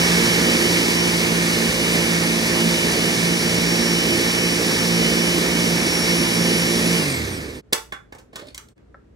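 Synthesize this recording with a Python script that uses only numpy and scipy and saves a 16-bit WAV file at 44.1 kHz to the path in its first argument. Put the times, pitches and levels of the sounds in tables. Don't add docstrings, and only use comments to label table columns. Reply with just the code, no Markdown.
import sys
import numpy as np
from scipy import signal
from scipy.fft import rfft, irfft, next_fast_len
from scipy.io import wavfile
from scipy.ndimage import uniform_filter1d

SR = 44100
rng = np.random.default_rng(int(sys.argv[2]) if len(sys.argv) > 2 else 0)


def digitize_waveform(pressure):
    field = np.atleast_2d(pressure).T
    bounded = np.clip(field, -1, 1)
    quanta = np.round(bounded * 32767).astype(np.int16)
    wavfile.write(sys.argv[1], SR, quanta)


N = 403515
T = np.arange(N) / SR
SIZE = next_fast_len(N + SR)
FREQ = np.maximum(np.fft.rfftfreq(SIZE, 1 / SR), 1)

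# [t/s, whine pitch f/Hz]
MOTOR_PITCH = [(0.0, 5498), (0.36, 5550), (0.66, 5516), (0.9, 5528), (1.2, 5492), (1.38, 5447),
               (1.75, 5455), (1.92, 5451), (2.94, 5493), (3.06, 5478), (3.18, 5490), (4.14, 5520),
               (4.44, 5500), (5.46, 5514), (6.12, 5490), (6.42, 5506), (6.92, 5510)]
GEAR_RATIO, COMMUTATOR_BARS = 4, 24
OFF_S, DRAG_S, FRICTION_HZ_PER_S = 6.975, .76, 20.4
BREAK_OFF_S, BREAK_OFF_FADE_S = 7.615, 0.026
LUMPS_S = 0.99

# (relative level/dB in smooth puree at full speed, level/dB added by whole lumps,
# power of the speed that the amplitude follows)
DRONE_LAW = (-22.5, 1, 1.95)
RUMBLE_LAW = (-43.5, 3.6, 0.72)
CHURN_LAW = (-26, .8, 0.95)
CHOP_LAW = (-31, 4, 1.75)
AIR_LAW = (-26.5, 3.05, 1.99)

# [multiple of the turn rate, relative level/dB]
SHAFT_HARMONICS = [(1, -43.5), (2, -39.5), (3, -26), (4, -29.5), (5, -39.5), (6, -31), (7, -44), (8, -35),
                   (9, -36.5), (10, -42.5), (11, -39.5), (12, -41), (15, -53), (16, -38.5), (44, -35),
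                   (48, -51), (52, -29.5), (176, -49.5), (188, -47.5), (208, -59.5)]
TABLE_HZ, TABLE_WIDTH_HZ, TABLE_DB = 76, 18, -32

# [f/Hz, relative spectral level/dB]
TURBULENCE_COLOUR = [(30, -37), (46, -32), (72, -10), (100, -23), (150, -0.5), (260, 2), (400, 1),
                     (520, -3), (760, -6.5), (1400, -12.5), (1800, -7), (2350, -8), (2900, -13),
                     (4700, -11), (6200, -13.5), (7200, -19), (10500, -22), (15500, -27.5)]
# [f/Hz, width/Hz, level/dB of the peak added to a flat gain of 1]
HOUSING_MODES = [(1796, 86, -4.5), (2240, 94, 1.5), (4790, 220, -8.5), (8360, 460, -4.5)]
# [multiple of that turn rate, relative level/dB]
GEAR_PATTERN = [(12, -13), (30, -11.5), (70, -5), (92, -10.5), (104, 2.5), (112, 5.5), (122, -7.5),
                (160, -10), (220, -24.5), (270, -21)]
ROTOR_PATTERN = [(14, -16), (28, -11.5), (36, 1.5), (44, 16.5), (52, -20.5), (60, -13.5), (68, -7)]

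# [t/s, relative whine level/dB, relative overtone level/dB]
WHINE_LEVELS = [(0.0, -33, -43), (1.14, -35.5, -51), (1.45, -46, -52), (1.68, -43, -47), (2.28, -39, -41),
                (2.46, -37.5, -55), (3.06, -37.5, -44), (3.9, -32, -56.5), (4.08, -33.5, -46),
                (5.28, -34.5, -45), (5.46, -37, -48), (6.06, -30, -37.5), (6.92, -36, -40.5)]
WHINE_POWER, OVERTONE_POWER = 6, 1.7
TOP_HZ = 15900

# [f/Hz, left minus right level/dB, left lag/rad, relative room level/dB, room width/dB]
MICROPHONE_PORTS = [(60, -1, 0, -22, -4), (200, -2.5, .4, -18, -2), (400, -5.5, .5, -9, 0),
                    (600, -5.5, .2, -1, 0), (820, -5.5, 2.6, -2, 0), (1400, -5.5, 2.6, 4, 0),
                    (2200, -2.5, 2.3, -7, 0), (2900, -1, 3.2, -8, 0), (4200, 0, 6.2, -9, -2),
                    (6500, -.5, 6.3, -4, -1), (7400, -1, 5.9, -4, -2), (8200, 0, 6.28, -7, -24)]
ROOM_T60_S, ROOM_TREBLE_T60_S = 0.25, 0.26

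# [f/Hz, relative spectral level/dB]
KITCHEN_COLOUR = [(25, -4), (55, 5.5), (120, -6.5), (200, -6), (450, -10.5), (800, -25), (1600, -28.5),
                  (3000, -38), (8000, -47), (15000, -65.5)]
# [f/Hz, peak level/dB relative to the rms of the kitchen noise]
APPLIANCE_HUM = [(57.5, -4), (119.5, -6)]
KITCHEN_DB = -52.5

# [t/s, depth/dB, half width/s at 1/e of the depth]
LEVEL_DIPS = [(7.623, -6.5, 0.011), (8.748, -21, 0.015)]

# [t/s, relative level/dB, low thud level/dB against the body, treble tilt/dB,
# decay/ms, f/Hz of the favoured modes]
PLASTIC_KNOCKS = [(7.7252, -11.5, 3, 4, 9.2, 455), (7.7297, 0.5, -8.5, 8, 2.9, 895),
                  (7.922, -20.5, -8.5, -13.5, 10, 3480), (8.123, -29, -3, -12, 7.4, 1100),
                  (8.148, -33, 14.5, 3, 8.2, 1100), (8.183, -40.5, 8, 4, 15.2, 900),
                  (8.33, -36, 4.5, -10, 8, 900), (8.357, -22, 0, 1, 6.7, 4400),
                  (8.394, -27.5, 1, -9, 7, 565), (8.42, -34.5, 25, -5, 9.2, 565),
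                  (8.469, -36.5, 16, 10, 6, 5400), (8.545, -25.5, -6, 8, 4.75, 5400),
                  (8.577, -20.5, -8, 6, 3.4, 1378), (8.685, -44, 3, 9, 3.8, 8350),
                  (8.778, -42, -17, -19, 2.6, 1900)]
# [f/Hz, relative spectral level/dB]
CLACK_COLOUR = [(100, -6), (450, -2.5), (900, -0.5), (1500, -4), (2100, -2), (2700, -3.5), (3800, -4.5),
                (5400, -5), (8000, -7.5), (15500, -22.5)]
# [f/Hz, relative level/dB, t60/s]
LID_AND_JAR_MODES = [(450, -1.5, 0.22), (575, -1, 0.26), (880, -4, .1), (1100, -9.5, .12),
                     (1370, -5.5, .12), (1870, -7, .12), (3380, 4, .15), (3470, 0, .19), (3741, -2.5, .11),
                     (5300, -8, .15), (8350, -6, .23)]
RING_DB = -19.5

RUB_S, RUB_LENGTH_S, RUB_DB = 8.325, .31, -45.5
RUB_ATTACK_S, RUB_HOLD_S, RUB_FADE_DB_PER_S = .035, .04, 106
# [f/Hz, relative spectral level/dB]
RUBBING_COLOUR = [(100, -13), (300, 8.5), (565, 3), (900, -17), (1500, -11.5), (2700, -7), (4400, -3.5),
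                  (6000, -21.5), (11000, -25), (15000, -41)]

# [f/Hz, relative spectral level/dB]
SPOON_COLOUR = [(150, -14), (450, 4), (800, -2), (1300, 4), (1900, -1), (2300, -23), (2700, -35),
                (3600, -30), (6000, -46), (15000, -64.5)]
SPOON_S, SPOON_DB = 8.9435, -35.5


def undb(db):
    return 10 ** (np.asarray(db) / 20)


def unit(x):
    return x / np.sqrt(np.mean(x ** 2))


def curves(rows):
    s, *columns = np.transpose(rows)
    return [np.interp(T, s, c) for c in columns]


def spectra(rows, hz=FREQ):
    points, *columns = np.transpose(rows)
    return [np.interp(np.log(hz), np.log(points), c) for c in columns]


def shape(x, gain):
    return irfft(rfft(x, SIZE) * gain, SIZE)[..., :N]


def band(lo_hz, hi_hz, hz=FREQ):
    return ((1 + (lo_hz / hz) ** 12) * (1 + (hz / hi_hz) ** 12)) ** -.5


def boost(hz, centre_hz, width_hz, db):
    return 1 + undb(db) / (1 + (2 * (hz - centre_hz) / width_hz) ** 2)


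def noise(gain):
    return unit(shape(rng.standard_normal(N), gain))


def walk(rate):
    steps = np.interp(T * rate, np.arange(2048), rng.standard_normal(2048))
    return unit(uniform_filter1d(steps, int(SR / rate / 2)))


def slowing(full_hz):
    coast_s = np.maximum(T - OFF_S, 0)
    friction = FRICTION_HZ_PER_S * DRAG_S / full_hz
    return np.maximum((1 + friction) * np.exp(-coast_s / DRAG_S) - friction, .1)


def shaft(turns, turn_hz, wobble_db=2.6, sway_rad=0.29):
    out = 0
    for multiple, db in SHAFT_HARMONICS:
        k = round(multiple)
        phase = 2 * np.pi * (k * turns + rng.random()) + sway_rad * walk(12)
        level = undb(db + wobble_db * walk(15))
        out = out + band(52.0, SR, k * turn_hz) * level * np.sin(phase)
    return np.sqrt(2) * out / np.linalg.norm(undb(np.array(SHAFT_HARMONICS)[:, 1]))


def table_top(turns, turn_hz):
    response = 1 / (1 + (2 * (2 * turn_hz - TABLE_HZ) / TABLE_WIDTH_HZ) ** 2)
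    return np.sqrt(2) * undb(TABLE_DB) * response * np.sin(4 * np.pi * turns)


def housing():
    return np.prod([boost(FREQ, hz, width_hz, db) for hz, width_hz, db in HOUSING_MODES], axis=0)


def buzz(turns, envelope):
    multiple = np.arange(2049)
    db = np.interp(multiple, *np.transpose(envelope), left=-120, right=-120)
    harmonics = rng.standard_normal(len(db)) + 1j * rng.standard_normal(len(db))
    pattern = irfft(undb(db) * harmonics)
    return unit(np.interp(turns, np.arange(len(pattern)) / len(pattern), pattern, period=1))


def mixture(turns, rumble_db, churn_db, chop_db, air_db, swirl=0.22, lumps_db=1.18):
    colour = undb(spectra(TURBULENCE_COLOUR)[0]) * housing()
    sweep = np.cos(2 * np.pi * turns)
    rumble = noise(colour * band(20, 110)) * undb(rumble_db + 2.5)

    churn_level = undb(churn_db - 0.74 + lumps_db * walk(18))
    churn = noise(colour * band(105, 577)) * churn_level * (1 + swirl * np.cos(6 * np.pi * turns))

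    chop_level = undb(chop_db + 5.5 + 0.83 * walk(20))
    chop = noise(colour * band(767, 3160)) * chop_level * (1 + 0.042 * sweep)

    air_level = undb(air_db + 0.63 + 0.62 * walk(15))
    air = noise(colour * band(2410, 13350)) * air_level * (1 + 0.077 * sweep)

    gears = undb(-10.5) * buzz(turns, GEAR_PATTERN)
    rotor = undb(-17.0) * buzz(GEAR_RATIO * turns, ROTOR_PATTERN)
    return rumble + churn + chop + air + (gears + rotor) * undb(air_db)


def commutator(cycles, whine_db, overtone_db, vent_hz=8600, vent_width_hz=650, vent_db=11,
               shell_hz=5300, shell_width_hz=1600, shell_db=-2):
    whine = np.sin(2 * np.pi * cycles) * undb(whine_db + 1.3 * walk(30))
    pitch_hz = np.gradient(cycles) * SR
    overtones = 0
    for k in range(2, 8):
        audible = np.clip((TOP_HZ - k * pitch_hz) / 4000, 0, 1)
        overtones = overtones + np.sin(2 * np.pi * k * cycles) * audible * (2 / k) ** 0.71
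    overtones = overtones * undb(overtone_db - 3.0 + 3.1 * walk(40))
    base = boost(FREQ, vent_hz, vent_width_hz, vent_db) * boost(FREQ, shell_hz, shell_width_hz, shell_db)
    return np.sqrt(2) * (whine + shape(overtones, base))


def ports(near, room_mid, room_side, distance_db):
    balance_db, lag, room_db, width_db = spectra(MICROPHONE_PORTS)
    sign = np.array([[1], [-1]])
    wet, width = undb(room_db + distance_db), undb(width_db)
    direct = rfft(near, SIZE) * np.exp(-1j * lag * np.array([[1], [0]]))
    room = rfft(room_mid, SIZE) + sign * width * rfft(room_side, SIZE)
    room = room / np.sqrt(1 + width ** 2)
    mixed = (direct + wet * room) / np.sqrt(1 + wet ** 2)
    return irfft(undb(sign * balance_db / 2) * mixed, SIZE)[:, :N]


def blender(whine_gain_db=2.5, overtone_gain_db=2.5):
    bars_per_turn = GEAR_RATIO * COMMUTATOR_BARS
    full_hz = curves(MOTOR_PITCH)[0] / bars_per_turn
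    speed = slowing(full_hz)
    speed_db, lumps = 20 * np.log10(speed), np.exp(-T / LUMPS_S)
    laws = (DRONE_LAW, RUMBLE_LAW, CHURN_LAW, CHOP_LAW, AIR_LAW)
    drone_db, *turbulence_db = (db + lumps_db * lumps + power * speed_db for db, lumps_db, power in laws)
    turn_hz = full_hz * speed * (1 + .0005 * walk(25))
    turns = np.cumsum(turn_hz) / SR
    drone = shaft(turns, turn_hz) * undb(drone_db) + table_top(turns, turn_hz)
    whine_db, overtone_db = curves(WHINE_LEVELS)
    whine = commutator(turns * bars_per_turn, whine_db + whine_gain_db + WHINE_POWER * speed_db,
                       overtone_db + overtone_gain_db + OVERTONE_POWER * speed_db)
    front, back, flanks = (mixture(turns, *turbulence_db) for _ in range(3))
    return ports(front + drone + whine, back, flanks, distance_db=2.5)


def kitchen():
    hum = sum(undb(db) * np.sin(2 * np.pi * hz * T) for hz, db in APPLIANCE_HUM)
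    colour = undb(spectra(KITCHEN_COLOUR)[0])
    side = undb(-6.5) * noise(colour * band(200, SR)) * np.array([[1], [-1]])
    return (noise(colour) + hum + side) * undb(KITCHEN_DB)


def contact(s, colour, decay_s, rise_s=0.0012):
    t = T[:SR // 8]
    hz = np.maximum(np.fft.rfftfreq(len(t), 1 / SR), 1)
    gain = undb(sum(spectra(rows, hz)[0] for rows in colour))
    crunch = unit(irfft(rfft(rng.standard_normal(len(t))) * gain, len(t)))
    burst = crunch * np.exp(-t / decay_s) * (1 - np.exp(-t / rise_s))
    return np.pad(burst, (int(s * SR), N))[:N]


def lid(knock_db=-1, body_db=6, presence_db=2, presence_share=0.79, favour=0.35):
    out = 0
    t = T[:SR // 3]
    for s, db, low_db, treble_db, decay_ms, spot_hz in PLASTIC_KNOCKS:
        tilt = [(600, body_db + low_db), (1700, body_db),
                (4000, presence_db + presence_share * treble_db), (8000, treble_db)]
        out = out + undb(db + knock_db) * contact(s, [CLACK_COLOUR, tilt], decay_ms / 1000)
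        ring = 0
        for hz, mode_db, t60 in LID_AND_JAR_MODES:
            coupling = 0.13 + np.exp(-(np.log(hz / spot_hz) / favour) ** 2)
            ring = ring + undb(mode_db - 60 * t / t60) * coupling * np.sin(2 * np.pi * hz * t)
        out = out + undb(db + RING_DB) * np.pad(ring, (int(s * SR), N))[:N]
    return out


def room_tail():
    def fade(t60):
        onset = np.clip(T / 0.001 - 1, 0, 1)
        return unit(rng.standard_normal(N) * undb(-60 * T / t60) * onset) / np.sqrt(N)
    low = rfft(fade(ROOM_T60_S), SIZE) * band(0.74, 6000)
    treble = rfft(fade(ROOM_TREBLE_T60_S), SIZE) * band(6000, SR)
    return low + treble


def rub(grip_db=5, sing_hz=600, sing_width_hz=60, sing_db=-3, sing_s=8.45, sing_length_s=0.046):
    t = T - RUB_S
    touch = np.clip(np.minimum(t, RUB_LENGTH_S - t) / RUB_ATTACK_S, 0, 1)
    fade_db = RUB_FADE_DB_PER_S * np.maximum(t - RUB_ATTACK_S - RUB_HOLD_S, 0)
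    scrape = noise(undb(spectra(RUBBING_COLOUR)[0])) * touch * undb(grip_db * walk(150) - fade_db)
    panel = noise(boost(FREQ, sing_hz, sing_width_hz, 0) - 1)
    panel = panel * np.exp(-((T - sing_s) / sing_length_s) ** 2)
    return undb(RUB_DB) * (scrape + undb(sing_db) * panel)


def spoon(decay_s=0.005, room_db=-4):
    tap = undb(SPOON_DB) * contact(SPOON_S, [SPOON_COLOUR], decay_s, rise_s=0.00034)
    return shape(tap, 1 + undb(room_db) * np.array([room_tail(), room_tail()]))


def scene():
    machine = blender() * np.clip((BREAK_OFF_S - T) / BREAK_OFF_FADE_S, 0, 1)
    knocks = lid() + rub()
    room_mid, room_side = shape(knocks, room_tail()), shape(knocks, room_tail())
    handling = ports(knocks, room_mid, room_side, distance_db=0.5) + spoon()
    dips_db = sum(db * np.exp(-((T - s) / width_s) ** 2) for s, db, width_s in LEVEL_DIPS)
    return (machine + handling + kitchen()) * undb(dips_db)


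def record(dry, gain_db=-0.16, treble_hz=15000, treble_width_hz=4500, treble_db=-7):
    bright = undb(gain_db) * shape(dry, boost(FREQ, treble_hz, treble_width_hz, treble_db))
    thin = signal.sosfilt(signal.butter(4, 46, "high", fs=SR, output="sos"), bright)
    return signal.sosfilt(signal.ellip(10, .2, 80, TOP_HZ, fs=SR, output="sos"), thin)


dry = scene()
out = record(dry)
digitize_waveform(out)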